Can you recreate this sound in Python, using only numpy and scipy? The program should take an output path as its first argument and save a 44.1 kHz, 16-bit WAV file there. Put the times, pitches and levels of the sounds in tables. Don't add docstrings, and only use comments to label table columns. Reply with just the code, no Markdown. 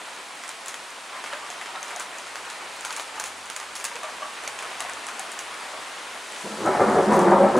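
import sys
import numpy as np
from scipy import signal
from scipy.fft import rfft, irfft, next_fast_len
from scipy.io import wavfile
from scipy.ndimage import uniform_filter1d, map_coordinates

SR = 44100
rng = np.random.default_rng(int(sys.argv[2]) if len(sys.argv) > 2 else 0)


def inscribe(sig):
    pcm = np.round(np.clip(np.atleast_2d(sig).T, -1, 1) * 32767)
    wavfile.write(sys.argv[1], SR, pcm.astype(np.int16))


def gain_from_db(level_db):
    decades = np.asarray(level_db, float) / 20
    return 10 ** decades


N = 334719


def unit(x):
    return x / np.sqrt(np.mean(x ** 2) + 1e-20)


def peak(rows):
    return rows / np.abs(rows).max(axis=1, keepdims=True)


def along(points, hz):
    f, v = np.transpose(points)
    return np.interp(np.log(hz + 1), np.log(f + 1), v)


def wobble(rate):
    knots = rng.standard_normal(int(N * rate / SR) + 4)
    return map_coordinates(knots, [np.arange(N) * rate / SR])


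def flicker(shape, size):
    return uniform_filter1d(rng.standard_normal(shape), size=size, axis=-1) * np.sqrt(size)


def coloured(x, spectrum):
    cepstrum = irfft(np.log(gain_from_db(along(spectrum, np.fft.rfftfreq(4096, 1 / SR))) + 1e-6))
    cepstrum[1:2048] *= 2
    cepstrum[2049:] = 0
    kernel = irfft(np.exp(rfft(cepstrum)))
    kernel = kernel[None] / np.linalg.norm(kernel)
    return signal.fftconvolve(np.atleast_2d(x), kernel, axes=1)[:, :x.shape[-1]]


def spread(pair, alike):
    m = next_fast_len(N)
    angle = np.arccos(np.clip(along(alike, np.fft.rfftfreq(m, 1 / SR)), -1, 1)) / 2
    mid, side = irfft(rfft(pair, m) * [np.cos(angle), np.sin(angle)], m)[:, :N]
    return np.array([mid + side, mid - side])


def pelting(per_s, scatter_db, share, patchy_db):
    hits = (rng.random((2, N)) < per_s / SR) * gain_from_db(scatter_db * rng.standard_normal((2, N)))
    hits = hits * rng.choice([-1, 1], (2, N))
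    mixed = np.sqrt(share) * unit(hits) + np.sqrt(1 - share) * rng.standard_normal((2, N))
    z = signal.stft(mixed, nperseg=512)[2]
    field = uniform_filter1d(rng.standard_normal(z.shape[1:]), size=5, axis=0)
    field = uniform_filter1d(field, size=8, axis=1)
    return signal.istft(z * gain_from_db(patchy_db * unit(field)), nperseg=512)[1][:, :N]


def place(rows, starts):
    at = np.round(starts * SR).astype(int)[:, None] + np.arange(rows.shape[1])
    return np.bincount(at.ravel(), rows.ravel(), N + SR)[:N]


def rain():
    # [t/s, level/dB]
    strength = [(0.0, -40), (0.75, -40.5), (1.07, -40.5), (1.17, -38.5), (1.91, -38.5), (2.26, -39),
                (3.01, -39), (3.46, -41), (3.94, -39.5), (4.35, -38.5), (4.74, -37), (5.45, -38),
                (6.01, -37.5), (6.4, -38)]
    # [f/Hz, level/dB per Hz]
    patter_spectrum = [(15, -60), (40, -26), (100, -30), (160, -17.5), (250, -12), (400, -8), (630, -3.5),
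                       (1000, -0.5), (1600, -3), (2500, -5), (4000, -12.5), (5000, -20), (7000, -43.5),
                       (15800, -42), (15950, -110)]
    # [f/Hz, level/dB per Hz]
    spray_spectrum = [(1500, -44), (3000, -9.5), (4700, -9), (5500, -10), (8100, -10), (10000, -12.5),
                      (12300, -28), (15000, -36), (15800, -44), (15950, -110)]
    # [f/Hz, likeness/1]
    likeness = [(60, 0.99), (150, 0.98), (380, 0.97), (950, 0.9), (2380, 0.77), (5980, 0.88), (15000, 0.82)]
    t = np.arange(N) / SR
    patter_db = np.interp(t, *np.transpose(strength))
    spray_db = -45.5 + 0.29 * (patter_db - patter_db.mean()) + 0.18 * t
    gust_s, gust_width_s, gust_db = 6.75, 0.45, 3
    spray_db = spray_db + gust_db * np.exp(-((t - gust_s) / gust_width_s) ** 4)
    patter = unit(coloured(pelting(900, scatter_db=2.0, share=0.24, patchy_db=0.52), patter_spectrum))
    spray = unit(coloured(pelting(1500, scatter_db=-3, share=0.22, patchy_db=0.97), spray_spectrum))
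    breeze_db, flurry_db = .3 * wobble(7), .45 * wobble(14)
    patter = gain_from_db(patter_db + 0.5 + breeze_db + flurry_db) * patter
    spray = gain_from_db(spray_db + 0.5 + 0.81 * breeze_db) * spray
    return spread(patter + spray, likeness)


def drops():
    # [t/s, smack peak/dB, ring f/Hz, thud peak/dB, splash level/dB]
    sill_drops = [(.6826, -21.5, 6960, -29, -35), (.7426, -27, 6580, -34, -39),
                  (1.9618, -23.5, 6340, -34, -39), (1.9974, -20.5, 7670, -39, -32),
                  (2.8499, -23, 8130, -23.5, -32), (2.9067, -26, 4500, -22, -37),
                  (2.9639, -22, 6850, -28, -32), (2.9971, -33, 7000, -22, -34.5),
                  (3.1983, -19.5, 6970, -24, -31), (3.2397, -19, 6500, -22, -35),
                  (3.5004, -24, 6360, -21.5, -38), (3.5634, -18.5, 6940, -22, -36),
                  (3.7999, -29, 6750, -27, -38), (3.842, -18, 7600, -24, -26.5),
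                  (3.8511, -17, 6960, -25, -49), (4.4769, -21, 6500, -25, -37),
                  (4.805, -17, 7600, -20.5, -33), (4.8961, -26.5, 7860, -25, -51),
                  (5.0674, -27, 7860, -33, -39), (5.1946, -20, 7700, -27, -36),
                  (5.3905, -21, 5760, -26, -35)]
    # [t/s, smack peak/dB, ring f/Hz, splash level/dB]
    railing_ticks = [(0.479, -29, 8200, -47), (0.4913, -23, 7640, -38), (1.8288, -22.5, 6350, -37),
                     (2.185, -27.5, 7000, -44), (2.809, -25.5, 7430, -43.5), (3.2586, -29, 7260, -31.5),
                     (3.4572, -30, 8060, -46), (3.754, -25, 5460, -30), (4.797, -30, 6200, -67),
                     (4.9347, -27, 6500, -50), (5.3175, -26, 8900, -37), (0.904, -34, 6800, -53),
                     (2.763, -38, 11000, -53), (5.5423, -31, 5200, -60), (6.3217, -31, 8100, -59),
                     (6.6613, -28, 6550, -47), (7.1229, -27, 5600, -36), (7.134, -28, 5740, -31.5),
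                     (7.166, -36, 12500, -46), (7.192, -22.5, 8900, -36), (7.215, -33, 6500, -38),
                     (7.309, -35.5, 7300, -51), (7.5663, -33, 6600, -34)]
    # [t/s, smack peak/dB, thud peak/dB]
    film_plops = [(0.3532, -39, -52), (.4371, -31, -26), (0.66, -27.5, -31), (1.2401, -32, -22),
                  (1.2612, -34, -25), (1.3281, -33, -24), (1.465, -42, -30), (1.5022, -27, -29),
                  (1.6135, -33, -23), (1.6594, -44, -23), (1.8818, -31, -32), (1.9063, -31, -26),
                  (2.2684, -35, -32), (2.3566, -29, -20), (2.452, -35, -30), (2.5006, -28.5, -28),
                  (2.9265, -26, -27), (3.1568, -36, -30), (3.6002, -30, -24), (3.6297, -32, -28),
                  (3.916, -40, -25), (3.956, -29, -25), (4.033, -31, -28), (4.0986, -36, -43),
                  (4.4374, -32, -27), (4.5895, -28.5, -23), (4.625, -31, -28), (5.0862, -32, -23),
                  (5.591, -47, -44), (5.62, -42, -30)]
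    # [f/Hz, level/dB]
    smack_spectrum = [(300, -34), (1500, -20), (4000, -6), (5200, -7.5), (6500, 4.5), (8000, -0.5),
                      (10500, -3), (12700, -24), (16500, -75)]
    # [f/Hz, level/dB]
    bright_spectrum = [(300, -20), (1000, -10), (4000, -3.5), (5000, -7), (6200, -0.5), (8000, -4.5),
                       (10000, -3), (12700, -22), (14700, -17), (15800, -36), (16000, -96)]
    # [f/Hz, level/dB]
    thud_spectrum = [(60, -68), (300, -11), (700, -0.5), (1200, 4.5), (2700, 0), (4000, -10), (8000, -13),
                     (13000, -42), (16000, -88)]
    ticks = [(s, db, hz, db - 9, splash_db) for s, db, hz, splash_db in railing_ticks]
    plops = [(s, db, 6500 * np.exp(rng.normal(0, 0.087)), thud_db, db - 11)
             for s, db, thud_db in film_plops]
    rows = list(sill_drops) + ticks + plops
    s, smack_db, hz, thud_db, bright_db = np.transpose(rows)[:, :, None]
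    dull_db = -39.5 + 0.48 * (thud_db + 24.5)
    t = np.arange(SR // 6) / SR
    shape = (len(s), len(t))

    blow = np.exp(-t / .0013) * (1 - np.exp(-t / .0001))
    ring = 1.1 * np.sin(2 * np.pi * hz * t) + .6 * np.sin(2 * np.pi * 1.22 * hz * t)
    smack = blow * (coloured(rng.standard_normal(shape), smack_spectrum) + ring)
    smack = gain_from_db(smack_db + 2.6) * peak(smack)
    push = 3 * (t == 0) + blow * rng.standard_normal(shape)
    thud = gain_from_db(thud_db + 1.6) * peak(coloured(push, thud_spectrum))

    droplets = rng.standard_normal(shape) * gain_from_db(2.5 * flicker(shape, 40))
    droplets = droplets * gain_from_db(-60 * t / 0.21) * (1 - np.exp(-t / 0.0027))
    splash = gain_from_db(bright_db - 3.5) * coloured(droplets, bright_spectrum)
    splash = splash + gain_from_db(dull_db + 0.3) * coloured(droplets, thud_spectrum)
    pan_db = rng.normal(0, 1.0, s.shape)
    whole = smack + thud + splash
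    return np.array([place(whole * gain_from_db(side * pan_db), s[:, 0]) for side in (1, -1)])


def fizz():
    # [t/s, peak/dB]
    puffs = [(0.3536, -49), (0.4359, -51), (0.4778, -56), (0.4908, -45), (0.6579, -43), (0.6818, -44),
             (0.7417, -43), (0.9033, -50), (1.8277, -50), (1.9604, -49), (1.9964, -41), (2.1834, -47),
             (2.3555, -47.5), (2.8085, -48), (2.8489, -40), (2.9632, -40), (2.9961, -42), (3.1976, -36.5),
             (3.2385, -37), (3.4999, -41), (3.5628, -41), (3.7529, -45), (3.8412, -28), (4.4757, -47),
             (4.805, -46), (4.805, -42), (4.9337, -46), (5.1936, -47.5), (5.3896, -44), (6.6588, -41),
             (7.1641, -37)]
    # [f/Hz, level/dB]
    puff_spectrum = [(9000, -49), (12500, -4.5), (14700, 0), (15800, -4), (16600, -16)]
    s, db = np.transpose(puffs)[:, :, None]
    t = np.arange(SR // 40) / SR
    puff = coloured(rng.standard_normal((len(s), len(t))), puff_spectrum)
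    puff = puff * np.exp(-t / .002) * (1 - np.exp(-t / .0002))
    return place(gain_from_db(db - 2.0) * peak(puff), s[:, 0] + .0008)


def spatter():
    # [t/s, peak/dB, f/Hz]
    mid_clicks = [(0.682, -27, 2370), (0.742, -19, 1910), (1.239, -28, 2490), (1.333, -21, 1800),
                  (1.6211, -25, 2040), (1.7579, -19, 1800), (1.9958, -30, 2570), (2.3549, -34, 1840),
                  (2.5001, -24, 2300), (2.848, -19, 2410), (2.9047, -28, 2200), (2.9259, -26, 2310),
                  (2.963, -24, 2210), (2.9961, -25, 3000), (3.1977, -31, 2280), (3.2391, -33, 2280),
                  (3.562, -24, 2490), (3.5996, -33, 2220), (3.7598, -27, 3640), (3.8495, -27, 2660),
                  (3.9633, -20, 2650), (4.4756, -18, 2310), (4.5887, -34, 1910), (4.7525, -28, 1820),
                  (4.8035, -18, 2800), (5.389, -29, 2920)]
    s, db, hz = np.transpose(mid_clicks)[:, :, None]
    t = np.arange(SR // 40) / SR
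    rough = coloured(rng.standard_normal((len(s), len(t))),
                     [(600, -34), (1800, 2), (4500, 2), (8000, -25), (16000, -88)])
    click = .8 * np.sin(2 * np.pi * hz * t) + rough
    click = click * np.exp(-t / .003) * (1 - np.exp(-t / .0002))
    return place(gain_from_db(db - 4.5) * peak(click), s[:, 0])


def surges():
    # [t/s, boom level/dB, crackle over boom/dB, rise/s]
    stretches = [(6.436, -36, -1, 0.025), (6.505, -40, 3, 0.026), (6.565, -29.5, -10, 0.035),
                 (6.6, -27, -2, 0.02), (6.645, -22, 3, 0.029), (6.72, -27, 3.5, 0.052),
                 (6.798, -15.5, -2.5, 0.016), (6.865, -22.5, 3, 0.021), (6.946, -15, -5, 0.022),
                 (7.04, -30, 5, 0.028), (7.07, -18.5, -3, 0.053), (7.11, -26.5, 5, 0.015),
                 (7.159, -19.5, -2.5, 0.059), (7.249, -17.5, 0, 0.026), (7.309, -18.5, -0.5, .014),
                 (7.37, -17.5, -7, 0.037), (7.427, -23, 5, 0.011), (7.536, -16.5, -5.5, 0.027),
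                 (7.575, -27.5, 3, 0.012)]
    s, boom_db, crackle_db, rise = np.transpose(stretches)[:, :, None]
    t60 = np.clip(0.56 * gain_from_db(-0.91 * (boom_db + 13)), .1, .4)
    t = np.arange(SR // 2) / SR
    shape = np.sin(np.pi / 2 * np.clip(t / rise, 0, 1)) * gain_from_db(-60 * np.maximum(t - rise, 0) / t60)
    return [np.sqrt(place((gain_from_db(db) * shape) ** 2, s[:, 0])) for db in (boom_db, boom_db + crackle_db)]


def thunder():
    # [t/s, level/dB, f/Hz]
    peal_shocks = [(6.67, -15, 780), (6.68, -9, 374), (6.733, -11, 842), (6.798, -6, 371),
                   (6.805, -5, 561), (6.81, -10, 1206), (6.812, -18, 904), (6.832, -14, 381),
                   (6.84, -28, 770), (6.865, -13, 220), (6.867, -18, 764), (6.952, -8, 728),
                   (6.965, -6, 398), (7.069, -6.5, 216), (7.077, -7.5, 359), (7.107, -8.5, 964),
                   (7.109, -9, 363), (7.117, -14, 1170), (7.137, -11, 979), (7.147, -7, 539),
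                   (7.167, -11, 183), (7.172, -0.5, 357.5), (7.174, -11, 983), (7.182, -6, 757),
                   (7.192, -11, 1155), (7.259, -9, 361), (7.266, -23, 835), (7.274, -7.5, 191),
                   (7.311, -8, 363), (7.314, -1, 768), (7.317, -2.5, 914), (7.324, -11, 1196),
                   (7.326, -4, 553), (7.336, -7.5, 194), (7.349, -7, 900), (7.354, -7, 1155),
                   (7.391, 2, 552), (7.396, -7, 354), (7.409, -8, 200), (7.416, -8, 793),
                   (7.436, -1, 559), (7.439, -5, 789), (7.446, -22, 364), (7.464, -18, 207),
                   (7.548, -10, 370)]
    # [t/s, level/dB, f/Hz]
    further_shocks = [(6.44, -26, 369), (6.44, -29, 993), (6.505, -26, 209), (6.435, -27.5, 193), (6.579, -32, 110),
                      (6.659, -34, 126), (6.568, -26, 359), (6.6, -18, 339), (6.645, -11, 339), (6.655, -24, 766),
                      (7.2, -10, 358), (7.465, -8, 553), (7.543, -12, 516)]
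    # [f/Hz, level/dB per Hz]
    boom_spectrum = [(15, -52), (37, -32), (54, -31), (80, -19.5), (123, -16), (160, -5.5), (204, -2),
                     (297, -5.5), (361, 0), (413, 1.5), (557, -1.5), (619, -8), (900, -22), (1980, -120)]
    # [f/Hz, level/dB per Hz]
    crackle_spectrum = [(350, -18), (600, -8), (800, 1), (1000, -3), (1300, -4), (1600, -8.5),
                        (2000, -14.5), (2500, -23.5), (3500, -55), (6000, -87)]
    boom, crackle = surges()
    shocks = pelting(900, scatter_db=3, share=.35, patchy_db=1)
    roll = boom * unit(coloured(shocks, boom_spectrum))
    roll = roll + crackle * unit(coloured(shocks, crackle_spectrum))
    roll = gain_from_db(-4.5) * spread(roll, [(40, 0.93), (120, .999), (300, 1.0), (1000, 1.0), (2500, 1.0)])

    s, db, hz = np.transpose(list(peal_shocks) + list(further_shocks))[:, :, None]
    t = np.arange(SR // 8) / SR
    shake = flicker((len(s), len(t)), 120)
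    wave = np.sin(2 * np.pi * np.cumsum(hz * (1 + 0.054 * shake), axis=1) / SR)
    length_s = 0.058 * (500 / hz) ** .4
    swell = np.sin(np.pi * np.clip(t / length_s, 0, 1) ** 0.33)
    peals = place(wave * gain_from_db(db - 12.0) * swell, s[:, 0])
    return roll, coloured(peals, [(60, -55), (110, -0.2), (20000, 2.5)])[0]


def cracks():
    # [t/s, peak/dB]
    fronts = [
        (6.606, -26),
        (6.797, -7),
        (6.806, -6),
        (6.946, -7),
        (7.169, -5),
        (7.282, -11),
        (7.301, -8),
        (7.324, -9),
        (7.328, -10),
        (7.402, -14),
    ]
    s, db = np.transpose(fronts)[:, :, None]
    u = np.arange(SR // 50) / SR / 0.00049
    front = coloured((1 - u) * np.exp(-u), [(80, -33), (400, 1.5), (1500, -6), (3000, -29), (6000, -66)])
    return place(gain_from_db(db - 2.5) * rng.choice([-1, 1], s.shape) * peak(front), s[:, 0])


def gurgles():
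    # [t/s, level/dB, f/Hz]
    bubbles = [(1.145, -39, 980), (1.312, -34, 3130), (1.314, -35, 1260), (1.322, -28.5, 550),
               (1.328, -30, 1640), (1.422, -35, 1140), (1.492, -38, 730), (1.601, -39, 717),
               (1.606, -35, 2100), (1.739, -33, 753), (1.758, -30, 1280), (1.951, -33, 721),
               (1.983, -33, 1480), (1.983, -40, 825), (1.99, -34, 1090), (2.003, -41, 1350),
               (2.837, -35, 1383), (2.846, -36, 1012), (2.893, -38, 1290), (2.896, -34, 2230),
               (2.953, -42, 1350), (2.961, -34, 2220), (2.968, -33, 1167), (3.163, -36, 1320),
               (3.168, -33, 870), (3.175, -37, 1100), (3.23, -41, 1190), (3.558, -39, 2500),
               (3.587, -34, 1170), (3.592, -37, 920), (3.84, -38, 2700), (3.907, -33.5, 936),
               (3.946, -34, 490), (4.028, -29.5, 667), (4.029, -27, 1133), (4.036, -32, 925),
               (4.208, -32.5, 665), (4.218, -27.5, 1194), (4.442, -33, 1308), (4.467, -34, 1140),
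               (4.472, -41.5, 2334), (4.789, -36, 790), (4.79, -38, 1100), (4.792, -45, 2465),
               (4.792, -41, 1765), (4.792, -39, 1580), (4.803, -41, 2788), (4.805, -34.5, 1245),
               (4.809, -37, 670), (4.836, -37, 910), (4.839, -32, 768), (4.856, -32, 1073),
               (4.886, -35, 1520), (5.077, -34, 1215), (5.186, -34, 777), (5.727, -37, 611),
               (5.732, -77, 1040), (5.954, -38, 484)]
    s, db, hz = np.transpose(bubbles)[:, :, None]
    glide = 0.032 * rng.standard_normal(s.shape)
    t = np.arange(SR // 8) / SR
    u = t / 0.03
    shake, flutter = flicker((2, len(s), len(t)), 200)
    pitch = hz * (1 + glide * np.minimum(u, 1) + 0.03 * shake)
    phase = 2 * np.pi * np.cumsum(pitch, axis=1) / SR
    swell = np.sin(np.pi * np.clip(u, 0, 1) ** 0.72)
    return place(gain_from_db(db - 6.0 + 1.6 * flutter) * swell * np.sin(phase), s[:, 0])


def sloshes():
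    # [t/s, level/dB, length/s]
    bursts = [(1.122, -38.5, 0.024), (1.147, -37.5, 0.035), (1.318, -38, 0.033), (1.412, -45, 0.043),
              (1.746, -34, 0.029), (1.881, -41, .05), (1.995, -35, 0.028), (2.912, -45, 0.038),
              (2.971, -38, 0.047), (3.157, -40, 0.073), (4.028, -35, 0.032), (4.058, -45, 0.037),
              (4.07, -43, .022), (4.091, -37.5, 0.0092), (4.212, -36.5, 0.044), (4.25, -42, 0.033),
              (4.6, -40, 0.096), (5.069, -39, 0.04), (5.732, -41, .03), (5.949, -42, 0.031)]
    # [f/Hz, level/dB]
    water_spectrum = [(250, -35), (500, -5), (700, -2.5), (1250, 1.5), (1700, -9), (3000, -10), (6000, -50),
                      (16000, -100)]
    s, db, length = np.transpose(bursts)[:, :, None]
    t = np.arange(SR // 8) / SR
    shape = (len(s), len(t))
    grains = rng.standard_normal(shape) * gain_from_db(2.9 * flicker(shape, 90))
    swell = np.sin(np.pi * np.clip(t / length, 0, 1) ** 0.72)
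    return place(gain_from_db(db) * swell * coloured(unit(grains), water_spectrum), s[:, 0])


def hum():
    # [centre t/s, width/s, level/dB]
    swells = [(1.35, 0.13, -77), (2.35, 0.14, -74), (2.8, 0.22, -76.5), (3.33, 0.17, -66), (3.72, .12, -69),
              (4.15, .07, -70), (4.53, .12, -70), (4.88, 0.18, -65), (5.5, 0.057, -69), (5.75, 0.082, -70),
              (6.12, .15, -76)]
    t = np.arange(N) / SR
    upper = gain_from_db(-77) + sum(gain_from_db(db) * np.exp(-((t - s) / width) ** 2) for s, width, db in swells)
    step_db = 3 * np.clip((t - 5.0) / .3, 0, 1)
    lower = gain_from_db(-85 + step_db + 3.2 * wobble(9))
    phase = 2 * np.pi * np.cumsum(43.1 + .5 * wobble(3.37)) / SR
    return gain_from_db(-0.5) * upper * np.sin(2 * phase) + gain_from_db(5.0) * lower * np.sin(phase)


def balcony(x):
    # [f/Hz, t60/s]
    decay = [(150, 0.58), (1000, 0.56), (5000, 0.15), (12000, 0.025)]
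    hz, t, z = signal.stft(rng.standard_normal((2, SR // 3)), SR, nperseg=256)
    tail = signal.istft(z * gain_from_db(-60 * t / along(decay, hz)[:, None]), SR, nperseg=256)[1]
    tail = tail / np.linalg.norm(tail[0])
    late = np.pad(x, (120, 0))[None]
    pair = signal.fftconvolve(late, tail, axes=1)[:, :N]
    return spread(pair, [(150, .999), (500, 0.98), (2000, 0.83), (8000, 0.16)])


def scene():
    roll, peals = thunder()
    sill = drops()
    drain = gurgles() + sloshes()
    sweep = np.pi * 2.3 * np.arange(N) / SR
    roll_echo = sum(balcony(roll.mean(axis=0) * turn(sweep)) for turn in (np.sin, np.cos))
    echoes = gain_from_db(-16.0) * balcony(sill.mean(axis=0))
    echoes = echoes + gain_from_db(-8.0) * balcony(drain + peals) + gain_from_db(-7.0) * roll_echo
    near = sill + fizz() + spatter() + drain
    return rain() + near + roll + peals + cracks() + hum() + echoes


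def band_limit(x):
    return signal.sosfilt(signal.butter(12, 16520, fs=SR, output="sos"), x)


def record(dry):
    # [f/Hz, left up and right down/dB]
    balance = [(250, 0.027), (1300, .5), (4400, .25), (15000, 0)]
    m = next_fast_len(N + SR)
    hz = np.fft.rfftfreq(m, 1 / SR)
    band = (hz < 16520) / np.sqrt(1 + (41 / (hz + 1)) ** 8)
    tilt_db = along(balance, hz) * [[1], [-1]]
    spectrum = rfft(dry, m) * band
    before = irfft(spectrum, m)[:, :N]
    after = irfft(spectrum * gain_from_db(tilt_db), m)[:, :N]
    turned = np.clip((np.arange(N) / SR - 4.6) / .3, 0, 1)
    x = before + (after - before) * turned
    x = x / (1 + np.abs(x / .9) ** 4) ** (1 / 4)
    return band_limit(x)


dry = scene()
out = record(dry)
inscribe(out)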